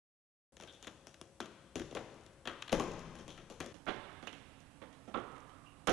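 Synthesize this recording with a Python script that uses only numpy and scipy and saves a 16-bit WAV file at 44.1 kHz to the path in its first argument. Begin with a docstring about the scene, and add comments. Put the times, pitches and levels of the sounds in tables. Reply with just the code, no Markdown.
"""Glass snaps and panels knock and creak as a hydraulic plate slowly crushes a car roof in a hard-walled hall.
Each break is a cluster of rough grains that rings the roof frame, panels and glass and is sent into the hall.
Small glass crackle thickens after large breaks, over the hum and motor tones of the press. Silence comes first,
then a wide view leaning left, then a close view far to the right; hiss and thin tones keep out of the lean."""
import sys
import numpy as np
from scipy import signal
from scipy.fft import rfft, irfft, next_fast_len
from scipy.io import wavfile

SR = 44100
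rng = np.random.default_rng(int(sys.argv[2]) if len(sys.argv) > 2 else 0)


def natural_amplitude(level_db):
    """Convert a level in decibels to a linear amplitude factor, elementwise."""
    exponent = np.asarray(level_db, float) / 20
    return 10 ** exponent


def store_wav(level_fs):
    """Save 16-bit WAV to argv[1]."""
    pcm = np.round(np.clip(np.atleast_2d(level_fs), -1, 1) * 32767)
    wavfile.write(sys.argv[1], SR, pcm.T.astype(np.int16))


N = 261072

# the two listening views: start_s, end_s, left_minus_right_db
VIEWS = [(.522, 3.727, 7), (3.727, 6, -20.5)]
# resonances of the glass: centre_hz, width_hz, level_db
GLASS_MODES = [(5300, 1280, -1), (6770, 1080, 1.5), (8060, 2100, -2), (10240, 6200, -2)]


def evened(x):
    """Scales to rms 1."""
    return x / np.sqrt(np.mean(x ** 2) + 1e-20)


def read(points, hz):
    """Reads a spectrum table on a log-frequency axis."""
    f, value = np.transpose(points)
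    return np.interp(np.log(hz + 1), np.log(f + 1), value)


def add(mix, s, sound):
    """Mixes a sound in at time s."""
    part = mix[round(s * SR):][:len(sound)]
    part += sound[:len(part)]


def ring(modes):
    """Click response of damped resonances in alternating sign, energy 1."""
    t = np.arange(4096) / SR
    out = np.zeros(len(t))
    for k, (hz, width_hz, db) in enumerate(modes):
        decay = np.sqrt(width_hz) * np.exp(-np.pi * width_hz * t)
        out += (-1) ** k * natural_amplitude(db) * decay * np.sin(2 * np.pi * hz * t)
    return out / np.linalg.norm(out)


def burst(ms, size=8192):
    """A rough break: a cluster of uneven grains that rises fast and dies over its length."""
    u = np.arange(size) / SR * 1000 / max(ms, .1)  # time in break lengths
    grains = natural_amplitude(4.37 * np.repeat(rng.standard_normal(size // 32), 32))
    envelope = (1 - np.exp(-max(5.0, ms / 3) * u)) * np.exp(-u)
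    cluster = grains * rng.standard_normal(size) * envelope
    cluster[30] += 5.4 / max(ms, .5) ** 1.67  # brittle, short breaks open with one clean snap
    return cluster


def struck(drive, response):
    """Rings a part with the break, envelope peak 1; the second row is its hall send, a smoother blend."""
    sound = signal.fftconvolve(drive, response)
    sound /= abs(signal.hilbert(sound, next_fast_len(len(sound)))).max()
    smooth = np.linalg.norm(sound) * np.pad(response, (0, len(sound) - len(response)))
    return np.array([sound, .93 * smooth + .36 * sound])


def pair(first, second, hz):
    """Two spectra alike in the bass and looser in the treble."""
    # left-right likeness: frequency_hz, correlation
    likeness = [(100, 0.95), (600, 0.98), (1200, 0.93), (2600, 0.73), (6000, 0.16), (11000, 0.39)]
    same = np.clip(read(likeness, hz), -1, 1)
    return np.array([first, same * first + np.sqrt(1 - same ** 2) * second])


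def noise(points, size):
    """Steady noise with the given spectrum."""
    white = rng.standard_normal(size)
    return irfft(rfft(white) * natural_amplitude(read(points, np.fft.rfftfreq(N, 1 / SR))), N)


def electronics():
    """Hiss, independent and equally loud on both sides, under steady thin sine tones."""
    # hiss spectrum: frequency_hz, density_db_per_hz
    hiss_colour = [(500, -13), (4000, 1), (11000, 4), (11480, -4), (11560, -22), (12500, -30)]
    # one entry a tone: frequency_hz
    whine_hz = [8000, 8393, 11752]
    # tone levels, rms before the band limit: left_db, right_db
    whine_db = [(-88, -89), (-95, -89), (-97, -99)]
    t = np.arange(N) / SR
    out = natural_amplitude(-76) * evened(noise(hiss_colour, (2, N)))
    for hz, (left_db, right_db) in zip(whine_hz, whine_db):
        tone = np.sqrt(2) * np.sin(2 * np.pi * hz * t)
        out += natural_amplitude(np.array([[left_db], [right_db]])) * tone
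    return out


def press(view):
    """Broad hum of pump and fans with a few motor tones whose phase wanders."""
    # hum spectrum, one list a view: frequency_hz, density_db_per_hz
    hum_colours = [
        [(20, -14), (60, 10), (150, 6), (350, -1.5), (700, -3.5), (1400, -12), (3300, -20.5), (4800, -26),
         (8000, -42)],
        [(20, -7), (60, 3), (150, 1.5), (350, -14), (700, -7), (1400, -14.5), (3000, -20), (4800, -27.5),
         (8000, -31.5)],
    ]
    # hum level before the view's balance, one entry a view: rms_db
    hum_db = [-68, -64.5]
    # motor tones before the view's balance, one list a view: frequency_hz, rms_db, width_hz
    motor_tones = [
        [(151.4, -76, 25.3), (323, -78, 29.8), (543, -73, 4.5)],
        [(157, -74.5, 12.7), (274, -68, 23.13), (524, -80, 15)],
    ]
    broad = rfft(natural_amplitude(hum_db[view]) * evened(noise(hum_colours[view], (2, N))))
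    hum = irfft(pair(*broad, np.fft.rfftfreq(N, 1 / SR)), N)
    for hz, db, width_hz in motor_tones[view]:
        wander = np.sqrt(2 * np.pi * width_hz / SR) * rng.standard_normal(N)
        hum += natural_amplitude(db) * np.sqrt(2) * np.sin(np.cumsum(2 * np.pi * hz / SR + wander))
    return hum


def hall():
    """Sparse taps whose bands die at their own speed, stronger at first, with a few blurred wall echoes."""
    # scattered returns from near walls: delay_s, level_db (re the tail)
    echoes = [(.010, -9), (.022, -10), (.04, -13.5), (0.06, -18)]
    # decay of the hall: frequency_hz, t60_s
    decay = [(60, 3.84), (250, 0.97), (600, 1.11), (1200, 1.78), (3000, 1.78), (6000, 1.6), (11000, 0.52)]
    # colour of the hall: frequency_hz, level_db
    colour = [(60, 2.5), (250, 4), (1000, 0.5), (3000, -4), (6000, -4), (11000, -6)]
    scatter_db, scatter_t60_s = 7, 0.18  # rig and car body fill the first moments
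    size = 2 * SR
    taps = np.zeros((2, size))
    at = np.arange(160, size - 20, 20) + rng.integers(0, 20, (2, (size - 161) // 20))
    np.put_along_axis(taps, at, rng.choice([-1., 1.], at.shape), 1)
    taps *= 1 + natural_amplitude(scatter_db - 60 * np.arange(size) / SR / scatter_t60_s)
    hz, t, z = signal.stft(taps, SR, nperseg=256)
    z = z * natural_amplitude(read(colour, hz)[:, None] - 60 * t / read(decay, hz)[:, None])
    sides = pair(z[0].T, z[1].T, hz).transpose(0, 2, 1)
    tail = signal.istft(sides, SR, nperseg=256)[1]
    tail /= np.linalg.norm(tail[0])
    for s, db in echoes:
        blur = rng.standard_normal(200) * signal.windows.hann(200)
        start = round(s * SR)
        tail[:, start:start + len(blur)] += natural_amplitude(db) * blur / np.linalg.norm(blur)
    return tail


def crackle(near):
    """Fine glass splinters at random times, more and louder after each large break in near."""
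    # softest splinter at rest before the balance, one entry a view: peak_db
    rest_db = [-70.5, -74]
    rest_per_s = 11
    strain = signal.lfilter([1 / 6000], [1, 1 / 6000 - 1], abs(near))  # smoothed loudness of the breaks
    busy = 1 + strain / natural_amplitude(-72.5)
    falls = rng.random(N) < busy * rest_per_s / SR
    size = natural_amplitude(3.8 * np.minimum(rng.exponential(1, N), 3)) * falls
    size *= np.sqrt(busy) * natural_amplitude(np.where(np.arange(N) < VIEWS[1][0] * SR, *rest_db))
    splinter = struck(burst(0.17), ring(GLASS_MODES))[0]
    return signal.oaconvolve(size, splinter)[:N]


def singing_parts(near, far):
    """A part sings in one band, a burst through a doubled resonance: creaks, squeaks, a clank, thuds, a boom."""
    # one-band notes, levels before the balance: start_s, peak_db, pitch_hz, width_hz, length_ms
    notes = [(.672, -51.5, 3450, 500, 80), (.83, -49, 3370, 500, 17), (1.757, -39.5, 323, 154, 22),
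             (1.796, -38.5, 343, 197, 8.1), (2.476, -42, 1420, 600, 83), (2.73, -45.5, 36.5, 25, 48),
             (2.731, -31.5, 175, 150, 63), (2.797, -32.5, 1080, 262, 6.1), (3.28, -47.5, 3400, 900, 49),
             (3.872, -33, 1700, 1320, 19), (4.27, -40, 2860, 430, 10), (4.328, -52.5, 2820, 600, 29),
             (5.143, -31, 1222, 454, 13.4), (5.16, -50, 1212, 300, 380), (5.657, -56, 2800, 297, 40),
             (5.874, -28, 1270, 497, 9.9), (5.878, -38.5, 169, 150, 38)]
    for k, (s, db, hz, width_hz, ms) in enumerate(notes):
        resonance = ring([(hz, width_hz, 0)])
        note = signal.fftconvolve(resonance, resonance)[:4096]
        sound = natural_amplitude(db) * struck(burst(ms, size=49152), note / np.linalg.norm(note))
        add(near, s, sound[0])
        add(far[k % 3], s, natural_amplitude(-6.0) * sound[1])


def cracks(near, far):
    """Each break drives the frame (snap) and panels (thud), a slightly shorter one the glass (tick)."""
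    # breaks, snap before the balance: time_s, snap_peak_db, thud_db (re snap), tick_db (re snap), hall_send_db
    breaks = [(0.5684, -46.5, -10, -1, -8.5), (0.6, -44.5, -1, -2, -9), (0.6103, -41, -26, -6, -3.5),
              (0.6235, -43, -5.5, -5, -3.5), (0.6364, -44.5, -0.5, 0.5, -8), (0.6748, -48, -14.5, -4, 2.5),
              (0.7257, -61, -9, 10, 4), (0.7504, -58, -10, -1.1, -9), (0.827, -45, -7.5, 2.5, -2.5),
              (0.845, -41, -13.5, -9, -14), (0.8706, -37, -4.5, -5, -6), (0.8757, -37.5, -16, -13, -14),
              (1.0702, -43.5, -6, 2, -5), (1.143, -47.5, -9.5, -1, -13), (1.2139, -41.5, -1.5, 5.5, -10),
              (1.4033, -28, -6.5, -5.5, -6), (1.4576, -43.5, -5, -6, -13),
              (1.7564, -31.5, -2.7, -0.7, -2.5), (1.7957, -36, -20, -5, -3.5), (1.8176, -41, -7, -12, -11),
              (1.9119, -43.5, -1, -5, -6), (1.9264, -46.5, 6.5, -10, -12), (1.9507, -36, 1, 0, -1),
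              (1.9671, -32.5, -8, -23, -4.5), (2.2639, -51, -8, 1, -9), (2.4547, -38, -4, -10, -5),
              (2.4738, -27.5, -8.5, -11, -4.5), (2.6226, -30.5, -43, -9, -12),
              (2.6795, -37, -17, -12.5, -13), (2.694, -34, -15, -13, -6), (2.7197, -35.5, 0.5, 1, 5),
              (2.7275, -24, 2, -4, -4.5), (2.798, -30, 2, -3, -1.5), (2.9174, -47.5, -2, 3.5, -13),
              (2.9936, -49.5, -9, 6.5, -11), (3.1538, -46, -4, -2.5, 0), (3.1868, -52.5, -4, -2, 7),
              (3.28, -43.5, -3, 2, 0), (3.305, -48.5, -8, 4.5, 2.5), (3.376, -43.5, -10, -12.5, 0.5),
              (3.5003, -45, -3, 1.7, 3.5), (3.6033, -33, -3, -4.5, -2.5), (3.6611, -43.5, 1.5, 0.5, -5.5),
              (3.7428, -51.5, 0, -2, 2.5), (3.857, -61, -4, 6, -12), (3.8646, -36, -3, -26, -4),
              (3.8744, -34.5, 0.5, -27, -3), (3.8838, -35.5, -10.5, -18.5, 6.5),
              (4.2261, -43.5, -6, -11, -0.3), (4.2703, -33.5, -10, -14, -5.5),
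              (4.3279, -46, -9, -3.5, -0.5), (4.6044, -65, 8, 12, -8), (4.8155, -48.5, -2.5, -18, 2.6),
              (4.928, -55.5, -24, -3, 1), (5.0745, -57, -0.5, -12, 10), (5.1405, -38.5, -1, -34, -2.2),
              (5.1564, -44.5, 2.3, -30, 0.3), (5.1714, -39.5, -1.5, -28, -0.5), (5.3594, -49, -6, -29, -6),
              (5.4032, -60, -16, 1, -16), (5.4946, -54, -14, -12, -4), (5.8716, -26, -4.5, -5.5, -7.5),
              (5.8795, -29, -6, -16, 4.2), (5.8944, -31.5, 3.5, -3.5, 0.5)]
    # resonances of the panels: centre_hz, width_hz, level_db
    panel_modes = [(128.5, 126, -3.5), (180, 134, -0.5), (323.6, 174, 1.5), (453.5, 217, 3),
                   (699, 440, -3.5)]
    # resonances of the roof frame before the tilt: centre_hz, width_hz, level_db
    frame_modes = [(1050, 750, -3.5), (1700, 640, 1.5), (2365, 1280, 1), (3400, 1090, 0),
                   (4040, 1500, -8.5)]
    # length of a break whose tick equals its snap, one entry a view: length_ms
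    even_ms = [1.93, 3.3]
    brittle_db_per_db, longest_ms = -0.41, 8.8  # the glassier the break, the shorter it is
    panels = signal.lfilter(*signal.butter(2, 70, "high", fs=SR), ring(panel_modes))
    glass = ring(GLASS_MODES)
    for k, (s, db, thud_db, tick_db, hall_db) in enumerate(breaks):
        view = int(s > VIEWS[1][0])
        ms = min(even_ms[view] * natural_amplitude(brittle_db_per_db * tick_db), longest_ms)
        # dB per octave: glassy breaks ring the frame higher
        tilt_db = np.clip(0.34 * (tick_db - thud_db + 10.0), -2.2, 5.0)
        frame = ring([(hz, width_hz, level_db + tilt_db * np.log2(hz / 2000))
                      for hz, width_hz, level_db in frame_modes])
        drive = burst(ms)
        sound = struck(drive, frame) + natural_amplitude(thud_db) * struck(drive, panels)
        sound += natural_amplitude(tick_db) * struck(burst(0.85 * ms), glass)
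        start_s = s - .0008  # early, as the clean snap sits a little inside the burst
        add(near, start_s, natural_amplitude(db) * sound[0])
        add(far[k % 3], start_s, natural_amplitude(db + hall_db) * sound[1])


def breaking():
    """Cracks, one-band notes and crackle: the direct sound, and three hall sends taken in turn."""
    near, far = np.zeros(N), np.zeros((3, N))
    cracks(near, far)
    singing_parts(near, far)
    return near + crackle(near), far


def scene():
    """Each view has its own stretch of time, press hum and balance; each hall send has its own tail."""
    near, far = breaking()
    t, out = np.arange(N) / SR, np.zeros((2, N))
    tails = [hall() for send in far]
    for view, (start, end, lean_db) in enumerate(VIEWS):
        on = np.clip(np.minimum(t - start, end - t) * 500 + .5, 0, 1)  # 2 ms fades
        wet = np.zeros((2, N))
        for send, tail in zip(far, tails):
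            wet += signal.fftconvolve((send * on)[None], tail, axes=1)[:, :N]
        sound = near + wet + press(view)
        if lean_db < 0:
            sound = sound[::-1]  # a view to the right swaps the sides
        balance = np.array([[natural_amplitude(lean_db)], [1]]) * 2 / (1 + natural_amplitude(lean_db))
        out += on * sound * balance
    return out


def low_pass(x):
    """Removes everything above the highest recorded frequency."""
    return signal.sosfilt(signal.butter(12, 12500, fs=SR, output="sos"), x)


def record(dry):
    """Adds the hiss and thin tones from the first view on, then limits the band."""
    t = np.arange(N) / SR
    mix = dry + electronics() * (t > VIEWS[0][0])
    edge = signal.firwin(255, 11680, window=("kaiser", 5), fs=SR)  # low-pass, Hz
    mix = signal.oaconvolve(mix, edge[None], "same")
    return low_pass(mix)


dry = scene()
out = record(dry)
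store_wav(out)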